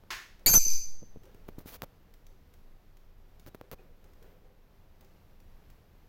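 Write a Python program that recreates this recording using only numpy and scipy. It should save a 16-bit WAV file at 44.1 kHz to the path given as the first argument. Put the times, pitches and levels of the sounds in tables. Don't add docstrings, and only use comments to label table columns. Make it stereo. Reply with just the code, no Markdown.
import sys
import numpy as np
from scipy import signal
from scipy.fft import rfft, irfft, next_fast_len
from scipy.io import wavfile
from scipy.ndimage import uniform_filter1d, minimum_filter1d

SR = 44100
rng = np.random.default_rng(int(sys.argv[2]) if len(sys.argv) > 2 else 0)


def waveform_to_disk(signal):
    frames = np.transpose(np.atleast_2d(signal))
    scaled = np.clip(frames, -1, 1) * 32767
    samples = np.round(scaled).astype(np.int16)
    wavfile.write(sys.argv[1], SR, samples)


N = 268524
TIME = np.arange(N) / SR

# frequency_hz, t60_s
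ROOM_DECAY = [(200, .45), (1000, .5), (2500, .53), (6000, .54), (9000, .46), (12500, .42), (16000, .35)]
# frequency_hz, level_db
AIR_SPECTRUM = [(12, -28.5), (20, 10), (44, -12.5), (81, -10), (127, -16.5), (198, -19.5), (262, -24.5),
                (388, -26.5), (607, -30), (698, -29), (1290, -34.5), (5680, -45), (8890, -54), (13900, -43),
                (16000, -50.5)]
# frequency_hz, correlation
AIR_COHERENCE = [(30, 0.31), (200, 0.33), (1000, .25), (8000, .05)]
# start_s, level_db, t60_s
SHUFFLE_EVENTS = [(.39, -56.5, 0.32), (1.219, -62.5, 4.4), (3.77, -58, 1.1), (4.209, -55, 0.97),
                  (4.99, -64.5, 0.68)]
# frequency_hz, level_db
SHUFFLE_SPECTRUM = [(80, -10.5), (150, 6), (260, -1), (480, 6.5), (900, -11), (1500, -10.5), (2600, -17),
                    (4200, -26), (8500, -36.5), (15000, -22)]
# start_s, level_db
FOOTFALLS = [(1.235, -56), (2.299, -65), (3.08, -66.5), (3.63, -57.5), (3.784, -58.5), (4.04, -59.5),
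             (4.225, -63), (4.44, -59.5), (5.008, -59), (5.403, -69)]
# frequency_hz, bandwidth_hz, gain_db
TRAY_MODES = [(148, 15, -2.5), (400, 19, 6.5), (512, 27, 5.5), (760, 53, -7), (1380, 290, -25)]
# start_s, level_db, left_minus_right_db
WIRE_TAPS = [(0.394, -56.5, -4), (1.2343, -55, -7), (1.254, -55.5, -9), (1.345, -55.5, -10),
             (2.139, -51.5, -3.5), (2.267, -52, -5), (2.5386, -52.5, -2.5), (2.9699, -54.5, -0.5),
             (3.397, -50.5, -1), (4.042, -55.5, 3), (4.1344, -58, -2), (4.2262, -54.5, -9),
             (5.009, -51.5, -1), (5.0464, -58, -6), (5.402, -56, 0), (5.7009, -53, 1)]
# frequency_hz, level_db
TAP_SPECTRUM = [(300, -2), (1000, -1), (2200, 0), (3500, -3.5), (6000, -2), (8500, -9.5), (12000, -7.5),
                (16000, 0)]
# start_s, pitch_hz, level_db, t60_s
CAGE_RINGS = [(0.103, 375, -53.5, 0.78), (0.104, 1058, -40, 0.39), (0.106, 1794, -38.5, 0.52),
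              (3.464, 3810, -67, 0.4), (3.786, 2480, -58, 0.125)]
# start_s, length_s, hiss_db, grating_db
CASE_SLIDES = [(1.479, .018, -61, -56.5), (1.582, 0.018, -57.5, -61), (1.594, 0.036, -67.5, -61.5),
               (1.652, 0.068, -52.5, -69), (1.708, 0.066, -51.5, -59), (1.825, 0.023, -54.5, -46.5),
               (3.463, 0.032, -59, -55), (3.544, 0.012, -61.5, -55), (3.713, 0.035, -55.5, -48)]
# frequency_hz, level_db
HISS_SPECTRUM = [(1000, 1), (2500, -2.5), (6500, -5), (8500, -12.5), (11000, -3.5), (13500, 1.5),
                 (16000, 3)]
# frequency_hz, level_db
GRATING_SPECTRUM = [(80, 19.5), (200, 16), (500, 14.5), (1000, 4), (2500, -7.5), (6000, -16), (12000, -21)]
# start_s, thud_db, click_db, cutoff_hz
CASE_IMPACTS = [(0.037, -53, -43, 1070), (0.665, -35, -68, 1500), (0.703, -55, -65, 800),
                (1.022, -43, -72.5, 510), (1.029, -42, -71, 498), (1.037, -45.5, -70, 500),
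                (1.16, -41, -67, 605), (1.171, -41.5, -60, 810), (1.348, -48.5, -69, 900),
                (1.4882, -36.5, -29.5, 1300), (1.583, -36, -56, 900), (1.6588, -39, -56, 1300),
                (1.8206, -41, -18.5, 3440), (3.464, -47, -40, 4900), (3.5475, -40, -36, 2800),
                (3.6127, -40, -30, 1480), (3.7149, -46.5, -31.5, 9180)]
# frequency_hz, level_db, t60_s
CASE_MODES = [(86, -16, 0.043), (180, -5.5, 0.0217), (288.6, -1, 0.0195), (426, -19, 0.0089)]
# frequency_hz, gain_db
PORT_RESONANCE = [(500, -0.5), (1200, 5), (3000, -0.5), (6000, -3), (8500, -12), (12500, 6), (16000, 15)]
# frequency_hz, level_db
CLACK_SPECTRUM = [(150, -50.5), (250, -24.5), (367, -10), (510, -23), (547, -19.5), (1010, -7), (1400, -7),
                  (1790, -1), (1950, -4.5), (6470, -14), (8400, -24.5), (16000, -23)]
# frequency_hz, level_db
BREATH_SPECTRUM = [(1000, -41), (2000, -32.5), (2400, -8.5), (3000, -14), (3900, -20), (4800, -7.5),
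                   (5500, -16), (6200, -4.5), (7200, -17.5), (8200, -20.5), (9800, -10.5), (11100, -11),
                   (12500, 6.5), (15500, -8.5)]
# start_s, length_s, pitch_hz, level_db, release_db_per_s
RASP_NOTES = [(0.461, .018, 2175, -1.5, 901), (0.533, .008, 2355, -7.5, 352)]
# start_s, length_s, pitch_hz, level_db
WHISTLE_NOTES = [(0.477, .052, 6413, -1.5), (0.539, 0.033, 6181, 6.5)]
# left_delay_ms, right_delay_ms, gain_db
EARLY_REFLECTIONS = [(1.13, 1.62, -12), (2.9, 4.4, -8.5), (5.399, 6.7, -6)]
# frequency_hz, gain_db
ROOM_RADIATION = [(1500, -8.5), (2400, 0), (3200, -6.5), (4800, -1), (5500, -5.5), (6200, -6), (7300, -8),
                  (9700, -2.5), (11100, -2.5), (12500, -6.5), (14000, -6), (16000, -14)]
# frequency_hz, gain_db
RIGHT_PORT_RESPONSE = [(2000, -2), (6300, 1.5), (9500, 5), (12500, 3.5), (16000, 2.5)]


def undb(db):
    return 10 ** (np.asarray(db) / 20)


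def unit(x):
    return x / np.sqrt(np.mean(x ** 2))


def at_bins(curve, size):
    hz, value = np.transpose(curve)
    bin_hz = np.arange(size // 2 + 1) * SR / size
    return np.interp(np.log(bin_hz + 1), np.log(hz), value)


def colour(x, curve):
    size = next_fast_len(N)
    return irfft(rfft(x, size) * undb(at_bins(curve, size)), size)[..., :N]


def noise(spectrum):
    return unit(colour(rng.standard_normal((2, N)), spectrum))


def butter(x, hz, kind="low", order=2):
    return signal.sosfilt(signal.butter(order, hz, kind, fs=SR, output="sos"), x)


def wander(hz):
    return unit(butter(rng.standard_normal(N), hz))


def pan(db):
    return undb(np.array([[db], [-db]]) / 2)


def delay(x, ms):
    return np.interp(TIME - ms / 1000, TIME, x)


def phase_of(hz):
    return 2 * np.pi * np.cumsum(hz) / SR


def fade(start, t60):
    return (TIME >= start) * undb(-60 * np.maximum(TIME - start, 0) / t60)


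def rise(start, rise_s):
    return np.clip((TIME - start) / rise_s, 0, 1)


def note(start, length, attack_s, release_db_per_s):
    return rise(start, attack_s) * undb(-release_db_per_s * np.maximum(TIME - start - length, 0))


def reverberation(x, build_s=.016):
    hz, age, cells = signal.stft(rng.standard_normal((2, SR)), SR, nperseg=256)
    t60 = np.interp(hz, *np.transpose(ROOM_DECAY))[:, None]
    envelope = undb(-60 * age / t60) * (1 - np.exp(-age / build_s))
    tail = signal.istft(cells * envelope, SR)[1]
    response = unit(tail) / np.sqrt(tail.shape[1])
    return signal.fftconvolve(np.atleast_2d(x), response, axes=1)[:, :N]


def air(level_db=-54.5, swell_db=1):
    size = next_fast_len(N)
    coherence = at_bins(AIR_COHERENCE, size)
    weights = np.sqrt([1 + coherence, 1 - coherence])
    mid, side = irfft(rfft(noise(AIR_SPECTRUM), size) * weights, size)[:, :N]
    ambience = np.array([mid + side, mid - side]) / np.std(mid)
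    return ambience * undb(level_db + swell_db * wander(2))


def shuffles(rise_s=.022, fidget_db=-71):
    moves = sum(undb(db) * fade(start, t60) * rise(start, rise_s) for start, db, t60 in SHUFFLE_EVENTS)
    return pan(2) * noise(SHUFFLE_SPECTRUM) * np.hypot(moves, undb(fidget_db))


def steps(t60=.488, rise_s=.0093):
    scrape = rng.standard_normal((2, N))
    tray = sum(undb(db) * signal.lfilter(*signal.iirpeak(hz, hz / width, SR), scrape)
               for hz, width, db in TRAY_MODES)
    return unit(tray) * sum(undb(db) * fade(start, t60) * rise(start, rise_s) for start, db in FOOTFALLS)


def ticks(t60=.034, room_db=-6):
    envelope = sum(pan(pan_db) * undb(db) * fade(start, t60) for start, db, pan_db in WIRE_TAPS)
    taps = noise(TAP_SPECTRUM) * envelope
    return taps + undb(room_db) * reverberation(taps)


def pings(split=.029):
    out = np.zeros((2, N))
    for start, hz, db, t60 in CAGE_RINGS:
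        for ratio in (1 - split / 2, 1 + split / 2):
            phase = 2 * np.pi * hz * ratio * TIME + rng.uniform(0, 2 * np.pi, (2, 1))
            out += undb(db) * fade(start, t60) * np.sin(phase) / 2
    return out


def scuffs(grain_db=3, spread=.83, pan_db=-26.5):
    hiss, grating = (unit(n[0] + spread * n) for n in (noise(HISS_SPECTRUM), noise(GRATING_SPECTRUM)))
    out = np.zeros((2, N))
    for start, length, hiss_db, grating_db in CASE_SLIDES:
        span = slice(int(start * SR), int((start + length) * SR))
        pressure = np.sin(np.linspace(0, np.pi, span.stop - span.start))
        friction = undb(hiss_db) * hiss[:, span] + undb(grating_db) * grating[:, span]
        out[:, span] += pan(pan_db) * pressure * friction
    return out * unit(undb(grain_db * wander(600)))


def bumps(detune=.74, pan_db=-20.5):
    out = np.zeros((2, N))
    age = TIME[:4096]
    for start, thud_db, click_db, cutoff_hz in CASE_IMPACTS:
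        grip = 1 + detune * rng.uniform(-.69, 1, (2, 1))
        modes = sum(undb(db - 60 * age / t60) * np.sin(2 * np.pi * hz * grip * age)
                    for hz, db, t60 in CASE_MODES)
        thud = butter(modes, cutoff_hz)
        click = butter(1. * (age == 0), cutoff_hz, order=1)
        first = int(start * SR)
        out[:, first:first + len(age)] += pan(pan_db) * (2 * undb(click_db) * click - undb(thud_db) * thud)
    return colour(out, PORT_RESONANCE)


def clack(start=.1045, level_db=-12.5, direct_db=-21, room_db=-16):
    blow = noise(CLACK_SPECTRUM) * undb(level_db)
    direct = blow * fade(start, t60=.46)
    reflected = reverberation(blow * fade(start, t60=.023), build_s=.0012)
    return pan(1) * (undb(direct_db) * direct + undb(room_db) * reflected)


def rasp(start, length, pitch_hz, level_db, release_db_per_s, climb_hz_per_s=13000, jitter=.022, flutter=.3):
    hz = pitch_hz + climb_hz_per_s * np.clip(TIME - start, 0, length)
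    call_age = np.maximum(TIME - RASP_NOTES[0][0], 0)
    third_db = np.minimum(-20 + 2001 * call_age, .5)
    waver = .014 * wander(150)
    phase = phase_of(hz * (1 + jitter * wander(500) + waver))
    tone = undb(-16) * np.sin(phase) + np.sin(2 * phase) + undb(third_db) * np.sin(3 * phase)
    tone += undb(-18) * np.sin(4 * phase) + undb(-14) * np.sin(6 * phase)
    puff = undb(-4) * fade(start, t60=.028)
    breath = (undb(-18) + puff) * noise(BREATH_SPECTRUM)[0]
    envelope = undb(level_db) * note(start, length, attack_s=.0013, release_db_per_s=release_db_per_s)
    return envelope * (tone * (1 + flutter * wander(500)) + breath)


def whistle(start, length, pitch_hz, level_db, overshoot_hz=301, settle_s=.003, sag_hz_per_s=1700,
            rough_start=.95, rough_end=.12, clearing_s=.034, jitter=.02, flutter=.24):
    age = np.maximum(TIME - start, 0)
    hz = pitch_hz + overshoot_hz * np.exp(-age / settle_s) - sag_hz_per_s * np.minimum(age, length)
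    roughness = rough_end + (rough_start - rough_end) * np.exp(-age / clearing_s)
    waver = .014 * wander(130)
    tremble = undb(1.4 * wander(120))
    phase = phase_of(hz * (1 + jitter * roughness * wander(700) + waver))
    tone = np.sin(phase) + undb(-14) * np.sin(2 * phase)
    tone *= tremble * (1 + flutter * roughness * wander(430))
    breath = undb(-10) * roughness * noise(BREATH_SPECTRUM)[0]
    envelope = undb(level_db) * note(start, length, attack_s=.0041, release_db_per_s=1101.5)
    return envelope * (tone + breath)


def chirp(near_db=1, room_db=-13, port_lag_ms=.09):
    call = sum(rasp(*row) for row in RASP_NOTES) + sum(whistle(*row) for row in WHISTLE_NOTES)
    left = call + sum(undb(db) * delay(call, ms) for ms, _, db in EARLY_REFLECTIONS)
    right = delay(call, port_lag_ms) + sum(undb(db) * delay(call, ms) for _, ms, db in EARLY_REFLECTIONS)
    diffuse = reverberation(colour(call, ROOM_RADIATION), build_s=.043)
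    left, right = undb(near_db) * np.array([left, right]) + undb(room_db) * diffuse
    return np.array([left, colour(right, RIGHT_PORT_RESPONSE)])


def scene():
    return chirp() + clack() + bumps() + scuffs() + pings() + ticks() + steps() + shuffles() + air()


def limiter(x, threshold=.73, release_db_per_s=85):
    over_db = 20 * np.log10(np.maximum(np.abs(x).max(axis=0) / threshold, 1))
    recovery = release_db_per_s * TIME
    cut_db = np.maximum.accumulate(over_db + recovery) - recovery
    return x * uniform_filter1d(minimum_filter1d(undb(-cut_db), size=65), size=65)


def record(dry, positive_limit=1., negative_limit=5.5, sag=.28, sag_hz=28, low_hz=2.7, top_hz=16000):
    limit = np.where(dry > 0, positive_limit, negative_limit)
    bent = limit * np.tanh(dry / limit)
    bent -= sag * butter(np.tanh(8 * dry ** 2) ** 2, sag_hz)
    limited = limiter(butter(bent, low_hz, "high", order=3))
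    return signal.sosfilt(signal.ellip(10, .2, 80, top_hz, fs=SR, output="sos"), limited)


dry = scene()
out = record(dry)
waveform_to_disk(out)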